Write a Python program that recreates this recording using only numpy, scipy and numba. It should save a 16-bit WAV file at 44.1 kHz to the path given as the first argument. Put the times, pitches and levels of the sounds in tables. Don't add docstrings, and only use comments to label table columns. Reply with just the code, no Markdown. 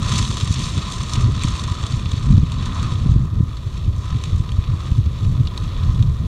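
import sys
import numpy as np
from scipy import signal
from scipy.fft import rfft, irfft, next_fast_len
from scipy.io import wavfile
from scipy.ndimage import uniform_filter1d
from numba import njit

SR = 44100
rng = np.random.default_rng(int(sys.argv[2]) if len(sys.argv) > 2 else 0)


def inscribe(sig):
    pcm = np.round(np.clip(np.atleast_2d(sig).T, -1, 1) * 32767)
    wavfile.write(sys.argv[1], SR, pcm.astype(np.int16))


def rack_gain(trim_db):
    fader = np.asarray(trim_db, float)
    return 10 ** (fader / 20)


N = 276502
TIME = np.arange(N) / SR
ROAR_TOP_HZ, SIZZLE_FROM_HZ = 1550, 4950


def level(x, db=0):
    return x * rack_gain(db) / np.sqrt(np.mean(x ** 2))


def smooth(x, samples):
    return uniform_filter1d(uniform_filter1d(x, samples), samples)


def through(x, response):
    size = next_fast_len(N + SR // 4)
    hz = np.arange(1, size // 2 + 2) * SR / size
    return irfft(rfft(x, size) * response(hz), size)[:N]


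def walk(rate):
    hold = int(SR / rate)
    steps = np.repeat(rng.standard_normal(N // hold + 1), hold)
    return 2.15 * smooth(steps, hold)[:N]


def add(track, s, piece):
    at = int(s * SR) + np.arange(len(piece))
    inside = (at >= 0) & (at < N)
    track[at[inside]] += piece[inside]


def swell(s, length):
    rise_over_fall = 0.74
    t = (TIME - s) / length
    stretch = np.where(t < 0, 1 / np.sqrt(rise_over_fall), np.sqrt(rise_over_fall))
    return np.exp(-np.log(16) * (t * stretch) ** 2)


# t/s, peak level/dB, length/s
GUST_SWELLS = [(0.028, -16.5, 0.19), (0.433, -20.5, 0.061), (0.7, -23.5, 0.28), (1.229, -12.5, 0.12),
               (1.514, -21.5, 0.15), (2.042, -19.5, 0.23), (2.336, -13, 0.091), (2.42, -16, 0.089),
               (2.627, -19.5, 0.2), (2.86, -19, .2), (3.057, -16, .08), (3.14, -11, .12),
               (3.384, -20.5, 0.062), (3.884, -19.5, .12), (4.169, -22.5, 0.059), (4.312, -18, 0.062),
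               (4.554, -24.5, 0.39), (4.702, -22, 0.057), (5.013, -18, 0.24), (5.265, -15, 0.094),
               (5.506, -19.5, 0.26), (5.688, -25.5, 0.13), (5.87, -19.5, 0.14), (6.02, -15.5, 0.16),
               (6.256, -16, 0.072)]


def gust_db():
    power = rack_gain(-24) ** 2
    for s, db, length in GUST_SWELLS:
        power = power + rack_gain(db) ** 2 * swell(s, length)
    return 10 * np.log10(power)


# f/Hz, level/dB per Hz
AIR_COLOUR = [(12, -46), (20, -9.5), (76, 2), (113, -1), (138, -4), (184, -11.5), (222, -16.5), (400, -41),
              (520, -75), (880, -120)]


def rumble(gust):
    colour_hz, colour_db = np.transpose(AIR_COLOUR)
    air = through(rng.standard_normal(N),
                  lambda hz: rack_gain(np.interp(np.log(hz), np.log(colour_hz), colour_db)))
    swing = np.sqrt(smooth(air ** 2, 1200))
    air = level(air / swing ** 0.8)
    flutter_db = 2 * walk(25)
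    return air * rack_gain(gust - 1 + flutter_db)


# t/s, peak level/dB, f/Hz, width/ms
EDDIES = [(0.435, -5.5, 111, 16), (0.509, -2.5, 89.5, 7.4), (0.778, -8, 102, 15),
          (1.185, -11.5, 83, 11), (1.25, -6, 106.5, 30), (1.291, -5, 110, 25), (1.451, -3.5, 96, 6.5),
          (1.719, -7, 87.5, 12.5), (2.305, -4, 95.5, 11), (2.357, -3.5, 92, 33), (2.381, 1, 100, 5),
          (2.435, -1.5, 89, 7.7), (2.925, -7.5, 89, 7.1), (3.063, -4, 126, 5.1), (3.118, -3, 110, 13),
          (3.162, 1.5, 83, 11), (3.4065, 4, 120, 7.5), (3.434, -6, 94, 15), (3.89, -6, 95.6, 24),
          (4.131, -3.5, 75, 6.4), (4.332, -2, 78.4, 7), (4.404, -3, 98, 8.7), (4.59, -0.5, 77, 9.8),
          (4.922, -0.5, 82.5, 8.2), (4.989, -1, 114, 17.4), (5.071, -4, 79, 24),
          (5.263, -7.5, 101.8, 80), (5.359, -6, 85, 7), (5.896, -10, 95, 44), (6.006, -1, 115, 25.5)]
# t/s, peak level/dB
FURTHER_EDDIES = [(0.009, -12.5), (0.057, -15), (0.12, -13), (0.303, -8.5), (1.223, -8), (1.842, -8),
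                  (1.976, -8), (2.063, -9.5), (2.138, -6.5), (2.179, -9.5), (2.548, -11), (2.96, -8.5),
                  (2.989, -11), (3.098, -3), (3.196, -8), (3.254, -8), (3.333, -8.5), (3.672, -10),
                  (3.989, -10), (4.154, -7), (4.352, -4.5), (4.702, -8), (4.739, -5), (5.383, -9),
                  (5.407, -1.5), (5.433, -7), (6.084, -8.5), (6.147, -11.5), (6.204, -9.5), (6.233, -8)]


def thumps():
    eddies = list(EDDIES)
    for s, db in FURTHER_EDDIES:
        hz = 95.8 * np.exp(0.14 * rng.standard_normal())
        ms = 13 * np.exp(0.25 * rng.standard_normal())
        eddies.append((s, db, hz, ms))

    swings, puffs = np.zeros(N), np.zeros(N)
    t = np.arange(-2646, 2646) / SR
    for s, db, hz, ms in eddies:
        strength = min(rack_gain(db - 2.5), 0.8)
        bell = strength * np.exp(-np.log(2) * (t * 2000 / ms) ** 2)
        phase = -0.1 + 0.12 * rng.standard_normal()
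        add(swings, s + t[0], -bell * np.cos(2 * np.pi * (hz * t + phase)))
        add(puffs, s + t[0], bell)

    steep = through(swings ** 2, lambda hz: 1 / (1 + (150 / hz) ** 4))
    swirls = level(through(rng.standard_normal(N), lambda hz: (hz / 200) ** 3 / (1 + (hz / 200) ** 7.33)))
    blows = swings - 0.19 * steep + rack_gain(-20) * puffs * swirls
    return blows, uniform_filter1d(puffs, 900)


def wind_on_port(gust):
    blows, reach = thumps()
    wind = rumble(gust) / (1 + 0.92 * reach) + blows
    deep = through(wind, lambda hz: 1 / (1 + (hz / 170) ** 6))
    flames_gone_s, thinning_s, swirl_db = 3.5, 0.05, (3, -4)
    gone = (1 + np.tanh((TIME - flames_gone_s) / thinning_s)) / 2
    return deep + (wind - deep) * rack_gain(swirl_db[0] + (swirl_db[1] - swirl_db[0]) * gone)


# f/Hz, width/Hz, level/dB
CASE_RESONANCES = [(659, 91, -17.5), (1015, 67.5, -1.5), (1234, 126, -2.5), (1867, 240, -5.5),
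                   (2494, 417, -2.5), (3160, 465, -1.5), (3470, 171, 4.5), (3848, 227, 2),
                   (4480, 262, -1.5), (5196, 108, -5), (5466, 164, -6), (6060, 385, -6.5), (6510, 520, -8),
                   (7284, 384, -9.5), (8410, 590, -15), (9880, 1060, -24), (10430, 520, -24),
                   (12100, 1200, -40)]


def case(hz):
    total = 0
    for k, (f, width, db) in enumerate(CASE_RESONANCES):
        damping = 1j * hz * width
        total = total + (-1) ** k * rack_gain(db) * damping / (f * f - hz * hz + damping)
    return total


def heard(x):
    low = through(x, lambda hz: case(hz) / (1 + (hz / ROAR_TOP_HZ) ** 8))
    low_and_middle = through(x, lambda hz: case(hz) / (1 + (hz / SIZZLE_FROM_HZ) ** 8))
    whole = through(x, case)
    return np.array([level(low), level(low_and_middle - low), level(whole - low_and_middle)])


# t/s, peak level/dB, bright edge level/dB, f/Hz
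NEAR_STALKS = [(0.1225, -14, -14, 3470), (0.137, -14.5, -10, 2700), (0.2508, -12.5, -17.5, 3570),
               (0.3694, -13.5, -11.5, 3780), (0.409, -13, -15, 3700), (0.5905, -19, -15, 3470),
               (0.6395, -18, -19, 3600), (0.7776, -17, -13, 3490), (0.921, -17, -11, 4490),
               (1.1345, -15, -2.5, 3440), (1.1557, -15, -18, 2530), (1.435, -12, -10, 2480),
               (1.5943, -16, -19, 4530), (1.6374, -18, -11.5, 4480), (1.8372, -17.5, -20, 3940),
               (1.8653, -22, -4, 3810), (2.0573, -18, -27, 3220), (2.117, -17.5, -11, 3400),
               (2.5185, -21, -13, 3470), (2.657, -22, -9, 3630), (2.8279, -24, -8, 3450),
               (3.728, -33.5, -19, 3600), (3.7773, -27.5, -9.5, 3500), (4.079, -26, -19, 3760),
               (4.2374, -16.5, -10.5, 3180), (4.4902, -22.5, -21.5, 3780), (4.5182, -22.5, -16.5, 3460),
               (5.4711, -16.5, -24, 3580), (5.576, -13.5, -17, 3250), (6.0245, -20, -16.5, 3500)]


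def snaps(blaze):
    stalks = list(NEAR_STALKS)
    for s in rng.random(130) * (N - 1) / SR:
        db = blaze[int(s * SR)] + 12 + 2 * rng.standard_normal()
        edge_db = -18.5 + 3.5 * rng.standard_normal()
        stalks.append((s, db, edge_db, 3600 * np.exp(0.12 * rng.standard_normal())))

    out, size = np.zeros(N), 1500
    t = np.arange(size) / SR
    hz = np.arange(1, size // 2 + 2) * SR / size
    low = 1 / (1 + (hz / ROAR_TOP_HZ) ** 8)
    high = 1 - 1 / (1 + (hz / SIZZLE_FROM_HZ) ** 8)
    crack_and_tail = np.exp(-t / 0.00051) + 0.15 * np.exp(-t / 0.0052)
    shape = (1 - np.exp(-t / 0.0002)) * crack_and_tail * (t < 0.022)
    for s, db, edge_db, own_hz in stalks:
        burst = rfft(rng.standard_normal(size) * shape) * case(hz)
        knock_db = 3.5 * rng.standard_normal() + 0.41 * (-30.5 - db) - 7
        middle = (1 - low - high) / np.sqrt(1 + (np.log(hz / own_hz) / 0.25) ** 4)
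        edge = high * (hz / 7000) ** 0.45
        for part, part_db in ((low, knock_db - 2), (middle, -4.5), (edge, edge_db + 5)):
            piece = irfft(burst * part, size)
            add(out, s + 0.00017, piece * rack_gain(db + part_db) / np.abs(piece).max())
    return out


# t/s, blaze level/dB, extra roar level/dB
FIERCENESS = [(0.0, -41.5, 7), (0.12, -31, 3), (0.28, -35, 0.1), (1.03, -36.5, -2), (1.19, -39, 4.4),
              (1.64, -39.5, -0.3), (2.34, -42, 0.6), (2.85, -39.5, 2.2), (2.97, -42, 0.5), (3.12, -45.5, 1),
              (3.32, -51.5, 5.5), (3.58, -48, -1.7), (3.67, -49, -0.8), (4.28, -45, -2.8), (5.2, -48, 1.5),
              (5.83, -42.5, -1), (6.02, -47, 3), (6.27, -49, -2)]


def burning():
    s, blaze, extra_roar = np.transpose(FIERCENESS)
    return np.interp(TIME, s, blaze), np.interp(TIME, s, extra_roar)


# t/s, rise level/dB, length/s
CATCHING_PATCHES = [(0.59, 2.5, .15), (1.14, 3.5, 0.073), (1.475, 3, 0.22), (1.897, 3, 0.14),
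                    (2.34, 3, 0.083), (2.85, 1.5, 0.076), (3.1, 2, 0.088), (3.766, 2.5, 0.064),
                    (4.07, 4, 0.1), (4.247, 4, 0.12), (4.82, 2.5, 0.26), (5.16, 3, 0.1), (5.608, 0, 0.11)]


def flares_db():
    return sum(db * swell(s, length) for s, db, length in CATCHING_PATCHES)


def pops(per_s, spread_db, length_ms):
    loudness = rack_gain(-spread_db * np.log(1 - 0.975 * rng.random(N)))
    starts = (rng.random(N) < per_s / SR) * loudness
    envelope = signal.lfilter([1], [1, -np.exp(-1000 / (length_ms * SR))], starts)
    return envelope * rng.standard_normal(N)


def flame_body(blaze, gust):
    body_db = -42.5 + 0.37 * (gust - gust.mean()) + 0.23 * (blaze - blaze.mean())
    body = through(rng.standard_normal(N), lambda hz: (hz / 260) ** 3 / (1 + (hz / 260) ** 4.93)
                   / (1 + (hz / 1000) ** 6))
    return level(body) * rack_gain(body_db + 1 + 0.48 * walk(30))


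def front(blaze, extra_roar, gust):
    far = 1 - np.exp(-TIME / 1.95)
    flare = flares_db()
    roar_db = blaze - 3 + 4.5 * far + extra_roar + flare
    crackle_db = blaze + flare
    sizzle_db = blaze - 3 - 6.5 * far + 1.2 * flare
    part_db = np.array([roar_db + 2.5, crackle_db + 1.5, sizzle_db + 1.5])

    hiss = heard(rack_gain(0.25 * walk(25.56)) * rng.standard_normal(N))
    broad = heard(pops(per_s=170, spread_db=3.3, length_ms=2.9))
    narrow = [heard(pops(per_s=220, spread_db=4.1, length_ms=1.94))[k] for k in range(3)]
    shares = np.array([[0.47, 0.16, 0.13], [0.31, 0.26, 0.13], [0.41, 0.29, 0.33]])
    mix = np.sum(np.sqrt(shares.T)[:, :, None] * [hiss, broad, narrow], axis=0)
    flicker = rack_gain(np.array([1.08 * walk(7.9), 0.75 * walk(11), walk(20)]))
    return flame_body(blaze, gust) + np.sum(mix * flicker * rack_gain(part_db), axis=0)


@njit
def follow(x, attack, release):
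    out, e = np.empty(len(x)), 0.
    for i in range(len(x)):
        e += (x[i] - e) * (attack if x[i] > e else release)
        out[i] = e
    return out


def gain_control(wind):
    push = follow(np.abs(wind), 1 / (0.0085 * SR), 1 / (0.25 * SR))
    return np.minimum(1, 0.22 / (push + 1e-9)) ** 0.5


def scene():
    gust = gust_db()
    blaze, extra_roar = burning()
    wind = wind_on_port(gust)
    fire = gain_control(wind) * front(blaze, extra_roar, gust)
    return (wind + snaps(blaze) + fire)[None]


def top_cut(x):
    return signal.sosfilt(signal.butter(12, 15650, fs=SR, output="sos"), x)


def record(dry):
    hiss = level(through(rng.standard_normal(N), lambda hz: 1 / (1 + (hz / 12000) ** 2.3)))
    hiss_db = -60.5 + np.maximum(TIME - 3.1, 0)
    soft = np.tanh(0.28 * (dry[0] + hiss * rack_gain(hiss_db))) / 0.3
    mix = through(soft, lambda hz: hz < 15740)[None]
    return top_cut(mix)


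dry = scene()
out = record(dry)
inscribe(out)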